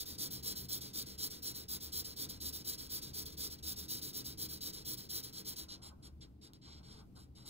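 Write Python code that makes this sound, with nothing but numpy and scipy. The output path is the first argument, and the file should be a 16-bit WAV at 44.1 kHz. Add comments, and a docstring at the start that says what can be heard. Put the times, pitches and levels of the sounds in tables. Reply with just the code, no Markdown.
"""At a desk in a small quiet room, a felt-tip marker colours paper with quick up-and-down strokes,
then a few short light dabs. Felt fibres snap over the paper grain as dense noise bursts over fine hiss;
nib, barrel and sheet colour them, and sheet and desk hum along. The side of the hand rustles during
the dabs, and the nib taps the sheet. A two-port microphone hears it from above, over low rumble and hiss."""
import sys
import numpy as np
from scipy import signal
from scipy.fft import rfft, irfft, next_fast_len
from scipy.io import wavfile
from scipy.ndimage import uniform_filter1d, map_coordinates

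SR = 44100
rng = np.random.default_rng(int(sys.argv[2]) if len(sys.argv) > 2 else 0)


def wrap_up_sound(samples):
    """Save the sound to the file named by the first command line argument, as 16-bit audio."""
    columns = np.atleast_2d(samples).T
    # keep every value between -1 and 1, then stretch to whole-number steps
    tamed = np.clip(columns, -1, 1)
    steps = np.round(tamed * 32767).astype(np.int16)
    wavfile.write(sys.argv[1], SR, steps)


def decibels_to_gain(level_db):
    """Convert a level in decibels to a linear amplitude gain (20 dB per decade)."""
    exponent = np.asarray(level_db, float) / 20
    return 10 ** exponent


N = 330309  # length of the sound in samples

# light dabs: start t/s, length t/s, level at the fastest motion/dB, place of that motion (0-1),
# treble change/dB
LIGHT_DABS = [(5.683, 0.086, -38.5, 0.47, -12), (5.817, 0.092, -45, 0.46, -0.5),
              (6.023, 0.063, -48.5, 0.6, 2.5), (6.207, 0.043, -43, 0.5, -18),
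              (6.413, 0.078, -48.5, 0.42, -4), (6.525, 0.05, -52.5, .2, -8), (6.614, 0.22, -48, 0.48, -25),
              (6.829, 0.22, -49, 0.45, -9), (7.152, 0.11, -54.5, .35, 4.5), (7.35, 0.14, -51.5, 0.16, -0.5),
              (7.452, .05, -45, 0.63, 3.5)]
# the nib touches down: t/s, peak level before the pen colours it/dB
NIB_TAPS = [(6.5345, -33), (7.012, -54)]
# resonances of nib, barrel and sheet: f/Hz, width f/Hz, gain/dB
PEN_MODES = [(3800, 200, 3), (4080, 160, 4), (4520, 100, 4), (5120, 160, 4), (5600, 300, 2), (6590, 130, 4),
             (6890, 120, 3), (7150, 200, 5), (7490, 170, 4), (8200, 200, 3), (8830, 220, 3), (9460, 100, 2),
             (10340, 200, 5), (11070, 120, 4), (11470, 90, 3), (11800, 200, 6), (12840, 200, 4),
             (13170, 100, 3), (13600, 140, 4), (13950, 80, 3), (14250, 100, 4), (14490, 80, 3),
             (14940, 250, 3)]
# resonances of the desk: f/Hz, width f/Hz, gain/dB
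DESK_MODES = [(53, 10, 3), (73, 9, 11), (99, 10, 3), (129, 14, 9), (150, 10, 4), (189, 20, 7), (226, 14, 3),
              (279, 18, 6), (317, 14, 8), (432, 11, 7), (480, 20, 4), (541, 20, 4), (1020, 40, 6),
              (1300, 60, 6), (1562, 50, 5), (1800, 120, -9), (1911, 50, 5), (2049, 50, 4), (2329, 80, 6),
              (2837, 60, 5)]


def level(x, db):
    """Scale a sound to an rms (average) level."""
    return x * decibels_to_gain(db) / np.sqrt(np.mean(x ** 2))


def colour(x, points, modes=()):
    """Filter by a broad spectrum (f/Hz, gain/dB) plus resonances, ringing only after the sound."""
    size = 8192
    hz = np.arange(size // 2 + 1) * SR / size + 1
    point_hz, point_db = [p[0] for p in points], [p[1] for p in points]
    gain_db = np.interp(np.log(hz), np.log(point_hz), point_db)
    gain_db = gain_db + sum(db / (1 + (2 * (hz - f) / width) ** 2) for f, width, db in modes)
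    # folding the cepstrum (spectrum of the log gain) puts all the ringing after the start
    cepstrum = irfft(np.log(decibels_to_gain(gain_db)))
    cepstrum[1:size // 2] *= 2
    cepstrum[size // 2 + 1:] = 0
    response = irfft(np.exp(rfft(cepstrum)))
    response = response.reshape((1,) * (x.ndim - 1) + (-1,))
    return signal.fftconvolve(x, response, axes=-1)[..., :N]


def above(x, hz):
    """The part of a sound above a frequency, without delay."""
    return signal.sosfiltfilt(signal.butter(2, hz, "high", fs=SR, output="sos"), x)


def smooth(x, seconds):
    """Running mean, twice."""
    width = max(int(seconds * SR), 1)
    return uniform_filter1d(uniform_filter1d(x, width), width)


def walk(rate):
    """Slow random wandering with spread 1; a higher rate (per second) wanders faster."""
    x = smooth(rng.standard_normal(N), 1 / rate)
    return x / x.std()


def pair(common, lag_s, alike_hz):
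    """Left and right noise: shared in the bass, with the right lagging, and unrelated above."""
    low = signal.butter(1, alike_hz, fs=SR, output="sos")
    own = rng.standard_normal((2, N))
    both = np.array([common, np.roll(common, int(lag_s * SR))])
    return signal.sosfilt(low, both - own) + own


def ports(x):
    """The sound reaches the right port first, with about a quarter turn of phase."""
    lag_s, phase_rad = 11.1 / SR, 1.5
    size = next_fast_len(N + 64)
    hz = np.arange(size // 2 + 1) * SR / size
    half_turn = (2 * np.pi * hz * lag_s + phase_rad) / 2
    return irfft(rfft(x, size) * np.exp(1j * np.array([-half_turn, half_turn])), size)[:, :N]


def contact():
    """Rubbing level in dB: the nib breaks loose, speeds up, slows down and brakes for each turn."""
    # quick strokes: start t/s, length t/s, level at the fastest motion/dB, place of that motion (0-1)
    quick_strokes = [(0.0, 0.045, -36, 0.17), (0.052, 0.13, -40.5, 0.29), (.178, 0.12, -35, 0.43),
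                     (0.302, 0.12, -38.5, 0.27), (0.425, 0.13, -35, 0.45), (0.55, 0.13, -40, 0.22),
                     (0.684, 0.12, -36, 0.41), (.806, 0.13, -39.5, 0.11), (0.93, .12, -36, 0.49),
                     (1.057, 0.12, -41.5, 0.18), (1.177, .12, -35.5, .45), (1.298, 0.12, -40, 0.13),
                     (1.42, 0.12, -37, 0.49), (1.54, 0.12, -40, 0.26), (1.681, .11, -36.5, 0.47),
                     (1.8, 0.12, -41.5, 0.35), (1.919, .12, -36, 0.47), (2.04, 0.12, -39.5, .1),
                     (2.159, 0.12, -36, 0.6), (2.286, 0.11, -39.5, 0.07), (2.401, .12, -36.5, 0.51),
                     (2.522, 0.12, -40, 0.27), (2.643, 0.13, -36.5, 0.46), (2.776, 0.12, -40, 0.23),
                     (2.891, 0.12, -37, 0.56), (3.013, 0.12, -40, 0.16), (3.131, 0.12, -37.5, 0.44),
                     (3.251, 0.073, -41, 0.15), (3.311, 0.045, -46, .4), (3.369, .13, -36.5, 0.54),
                     (3.497, 0.074, -41.5, 0.32), (3.578, 0.025, -47, 0.54), (3.625, 0.13, -36.5, 0.48),
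                     (3.759, 0.12, -39.5, 0.23), (3.88, 0.14, -37, 0.39), (4.012, 0.12, -38.5, 0.32),
                     (4.128, 0.11, -37.5, 0.41), (4.241, 0.12, -39.5, 0.21), (4.372, .11, -37, 0.51),
                     (4.484, 0.12, -40.5, 0.26), (4.605, 0.12, -37, .5), (4.725, 0.12, -39.5, 0.14),
                     (4.846, 0.12, -36.5, 0.46), (4.969, 0.12, -41.5, 0.02), (5.089, .14, -36.5, 0.53),
                     (5.225, 0.091, -41, 0.24), (5.324, .11, -40, 0.54), (5.445, 0.11, -38.5, 0.43),
                     (5.558, .1, -38.5, 0.31)]
    # dB lost over one stroke length before and after the fastest motion
    stroke_up_db, stroke_down_db = 12.5, 13
    dab_up_db, dab_down_db = 7.5, 12.5
    grip_s = 0.01  # time the nib takes to break loose
    lift_place, lift_db_per_s = 0.81, 590  # where in the stroke the nib brakes, and how fast it fades
    t, rub = np.arange(N) / SR, np.zeros(N)
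    rows = [(*row, stroke_up_db, stroke_down_db) for row in quick_strokes]
    rows += [(*row[:4], dab_up_db, dab_down_db) for row in LIGHT_DABS]
    for start, length, peak_db, place, up_db, down_db in rows:
        a, b = int(start * SR), min(int((start + length + 0.068) * SR), N)
        since = t[a:b] - start
        off = since / length - place
        body_db = peak_db - np.maximum(-up_db * off, down_db * off)
        body_db = body_db - lift_db_per_s * np.maximum(since - lift_place * length, 0)
        # a stroke at time zero is already moving
        loose = np.minimum(1, (start == 0) + np.sqrt(np.abs(since) / grip_s))
        rub[a:b] = np.maximum(rub[a:b], decibels_to_gain(body_db) * loose)
    # the nib is in the air just before the first tap
    tap_s = NIB_TAPS[0][0]
    rub[int((tap_s - 0.02) * SR):int((tap_s + 0.002) * SR)] = 0
    return 20 * np.log10(smooth(rub, 0.003) + 1e-6)


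def fibres(rate=9000, spread_db=3.0):
    """Dense snaps (rate per second) of uneven size over a fine hiss, bunched by the paper grain."""
    size_db = spread_db * np.minimum(rng.exponential(size=N), 2.2)
    snaps = (rng.random(N) < rate / SR) * rng.standard_normal(N) * decibels_to_gain(size_db)
    mix = level(snaps, -13.5) + level(rng.standard_normal(N), -10.5)
    grain_db = 0.36 * walk(220) + 1.0 * walk(54)
    return level(mix * decibels_to_gain(grain_db), 0)


def hand_echo(x, lag_s=0.000953, sway_s=0.00008, echo_db=-11):
    """The fingers reflect the hiss; as they move, the ripple in its colour shifts."""
    moving_lag_s = lag_s + sway_s * walk(4.4)
    return x + decibels_to_gain(echo_db) * map_coordinates(x, [np.arange(N) - SR * moving_lag_s], order=3)


def marker(rub_db):
    """Friction hiss of felt on paper; faster rubbing is brighter."""
    # broad colour of felt on paper: f/Hz, level per Hz/dB
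    felt_colour = [(1500, -40), (2700, -28), (3100, -16), (4000, -9), (5100, -5), (6000, -9), (6800, -17),
                   (8000, -13), (9300, -6), (10700, -13), (12500, -9), (14000, -8), (15500, -8),
                   (20000, -8)]
    # change of colour when the pen stands steeper for the dabs: f/Hz, width f/Hz, gain/dB
    steep_modes = [(2150, 490, 11.5), (3150, 1100, 1.5), (6170, 320, -12.5), (7400, 390, 2.5),
                   (8900, 4500, 5), (11700, 300, 1), (12200, 310, -6)]
    steep_from_s, treble_hz, top_hz = 5.8, 5400, 11960
    rub, t = hand_echo(fibres()), np.arange(N) / SR
    flat = level(colour(rub, felt_colour, PEN_MODES), 0)
    steep = level(colour(rub, felt_colour, PEN_MODES + steep_modes), 0)
    hiss = np.where(t < steep_from_s, flat, steep)
    treble, top = above(hiss, treble_hz), above(hiss, top_hz)
    below = hiss - treble

    speed_db = np.maximum(rub_db, -54) + 35.5  # the rubbing level stands for the speed
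    dab_starts = [dab[0] for dab in LIGHT_DABS]
    # each dab's treble change holds until the next dab
    treble_db = np.array([0.1] + [dab[-1] for dab in LIGHT_DABS])[np.searchsorted(dab_starts, t)]
    treble_db = treble_db + 0.63 * speed_db + 0.63 * walk(27)
    top_db = np.where(t < dab_starts[0], 0.1, -13) + 0.16 * speed_db + 2.4 * walk(22)
    bright = decibels_to_gain(treble_db) * (treble - top + decibels_to_gain(top_db) * top)
    return decibels_to_gain(rub_db) * (below + bright)


def background():
    """Low rumble rings the desk's resonances, over the microphone's own hiss."""
    # wandering rumble: t/s, base level of the deep part/dB, base level of the drone above it/dB
    rumble_levels = [(0.0, -57.5, -66), (0.21, -60, -56), (1.69, -61.5, -59.5), (2.56, -57, -57.5),
                     (5.42, -60, -58), (6.3, -57.5, -60.5), (6.42, -67, -60.5), (7.03, -56, -60),
                     (7.49, -62, -67.5)]
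    # colours of the deep part, the drone and the microphone hiss: f/Hz, level per Hz/dB
    deep_colour = [(15, 0.5), (40, 0), (70, 9), (100, -1.5), (130, -39.5)]
    drone_colour = [(70, -23), (110, -0.5), (200, -3.5), (350, -9.5), (500, -20.5), (800, -23), (1400, -40),
                    (1800, -79)]
    hiss_colour = [(300, 8), (1500, 4.5), (5000, 4), (7000, -13), (14000, -4), (20000, 4)]
    s, deep_db, drone_db = np.transpose(rumble_levels)
    t = np.arange(N) / SR
    deep = pair(rng.standard_normal(N), 0.0003, 450.0)
    deep = level(colour(deep, deep_colour, DESK_MODES), 0)
    drone = pair(rng.standard_normal(N), 0.00035, 490.0)
    drone = level(colour(drone, drone_colour, DESK_MODES[:12]), 0)
    rumble = decibels_to_gain(np.interp(t, s, deep_db) + 1.13 * walk(5.6)) * deep
    rumble = rumble + decibels_to_gain(np.interp(t, s, drone_db) + 1.63 * walk(3.4)) * drone
    hiss = level(colour(rng.standard_normal((2, N)), hiss_colour), -83)
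    return rumble * decibels_to_gain(np.array([[0.6], [-0.6]])) + hiss  # rumble slightly louder on the left


def room(x, t60=0.19, wide_db=-10):
    """A dull tail, falling 60 dB in t60 seconds: most comes off the desk, some from all sides."""
    t = np.arange(int(0.3 * SR)) / SR
    tail = rng.standard_normal((3, len(t))) * decibels_to_gain(-60 * t / t60) * (t > 0.002)
    tail = signal.sosfilt(signal.butter(1, 9000.0, fs=SR, output="sos"), tail)
    tail = tail / np.sqrt(np.sum(tail ** 2) / 3)
    wet = signal.fftconvolve(x[None], tail, axes=-1)[:, :N]
    return ports(wet[0]) + decibels_to_gain(wide_db) * wet[1:]


def desk(rub_db):
    """Sheet and desk take the rubbing up slowly and less steeply, and radiate wide."""
    # colour of sheet and desk top under the nib: f/Hz, level per Hz/dB
    sheet_colour = [(100, -21.5), (250, -0.5), (450, -2), (600, -11), (900, -11), (1300, -15), (1800, -14),
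                    (2300, -18.5), (2800, -14.5), (3600, -30)]
    drive = smooth(np.roll(decibels_to_gain(0.65 * rub_db), int(0.011 * SR)), 0.022)
    # weaker under the light dabs than under the quick strokes
    sheet_db = np.where(np.arange(N) / SR < LIGHT_DABS[0][0], -31, -34.5)
    hum = colour(pair(rng.standard_normal(N), 0.00053, 690.0), sheet_colour, DESK_MODES)
    return decibels_to_gain(sheet_db) * drive * level(hum, 0)


def palm():
    """The side of the hand slides on the sheet: a dull, wide rustle of skin along with the dabs."""
    # slides: start t/s, length t/s, base level/dB
    slides = [(5.684, 0.24, -69.5), (6.058, 0.027, -71.5), (6.24, .02, -79), (6.447, 0.049, -73),
              (6.67, 0.12, -73.5), (6.89, 0.12, -68.5), (7.172, 0.061, -71), (7.39, 0.13, -76)]
    # colour of skin on paper: f/Hz, level per Hz/dB
    skin_colour = [(300, -24), (550, -4.5), (800, -1.5), (1300, -3.5), (1550, -5.5), (1900, -50)]
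    rise_db_per_s, fall_db_per_s = 503, 204
    t, slide = np.arange(N) / SR, np.zeros(N)
    for start, length, db in slides:
        before_db = rise_db_per_s * np.maximum(start - t, 0)
        after_db = fall_db_per_s * np.maximum(t - start - length, 0)
        slide += decibels_to_gain(db - before_db - after_db)
    rustle = level(colour(rng.standard_normal((2, N)), skin_colour), 0)
    return smooth(slide * decibels_to_gain(3.8 * walk(29)), 0.0082) * rustle


def taps():
    """The nib touches down: a short fading noise tick rings the pen."""
    # colour of the tick: f/Hz, level per Hz/dB
    tick_colour = [(500, -12), (2500, -7), (4000, 0), (5500, -2), (7000, -9), (16000, -13)]
    out, sample = np.zeros(N), np.arange(130)
    ticks = rng.standard_normal((len(NIB_TAPS), 130)) * np.exp(-sample / 16.0)
    for (s, db), tick in zip(NIB_TAPS, ticks):
        start = int(s * SR)
        out[start:start + len(tick)] = decibels_to_gain(db) * tick
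    return colour(out, tick_colour, PEN_MODES)


def scene():
    """Pen, room, desk, hand and background together."""
    rub_db = contact()
    pen = marker(rub_db) + taps()
    return ports(pen) + decibels_to_gain(-19.5) * room(pen) + desk(rub_db) + palm() + background()


def band_limit(x):
    """A steep low-pass at the top of the band."""
    return signal.sosfilt(signal.butter(12, 17000, fs=SR, output="sos"), x)


def record(dry):
    """The recorder cuts the top of the treble steeply."""
    top_cut = signal.ellip(14, 0.2, 70, 15710, fs=SR, output="sos")  # cut at 15710 Hz
    return band_limit(signal.sosfilt(top_cut, dry))


dry = scene()
out = record(dry)
wrap_up_sound(out)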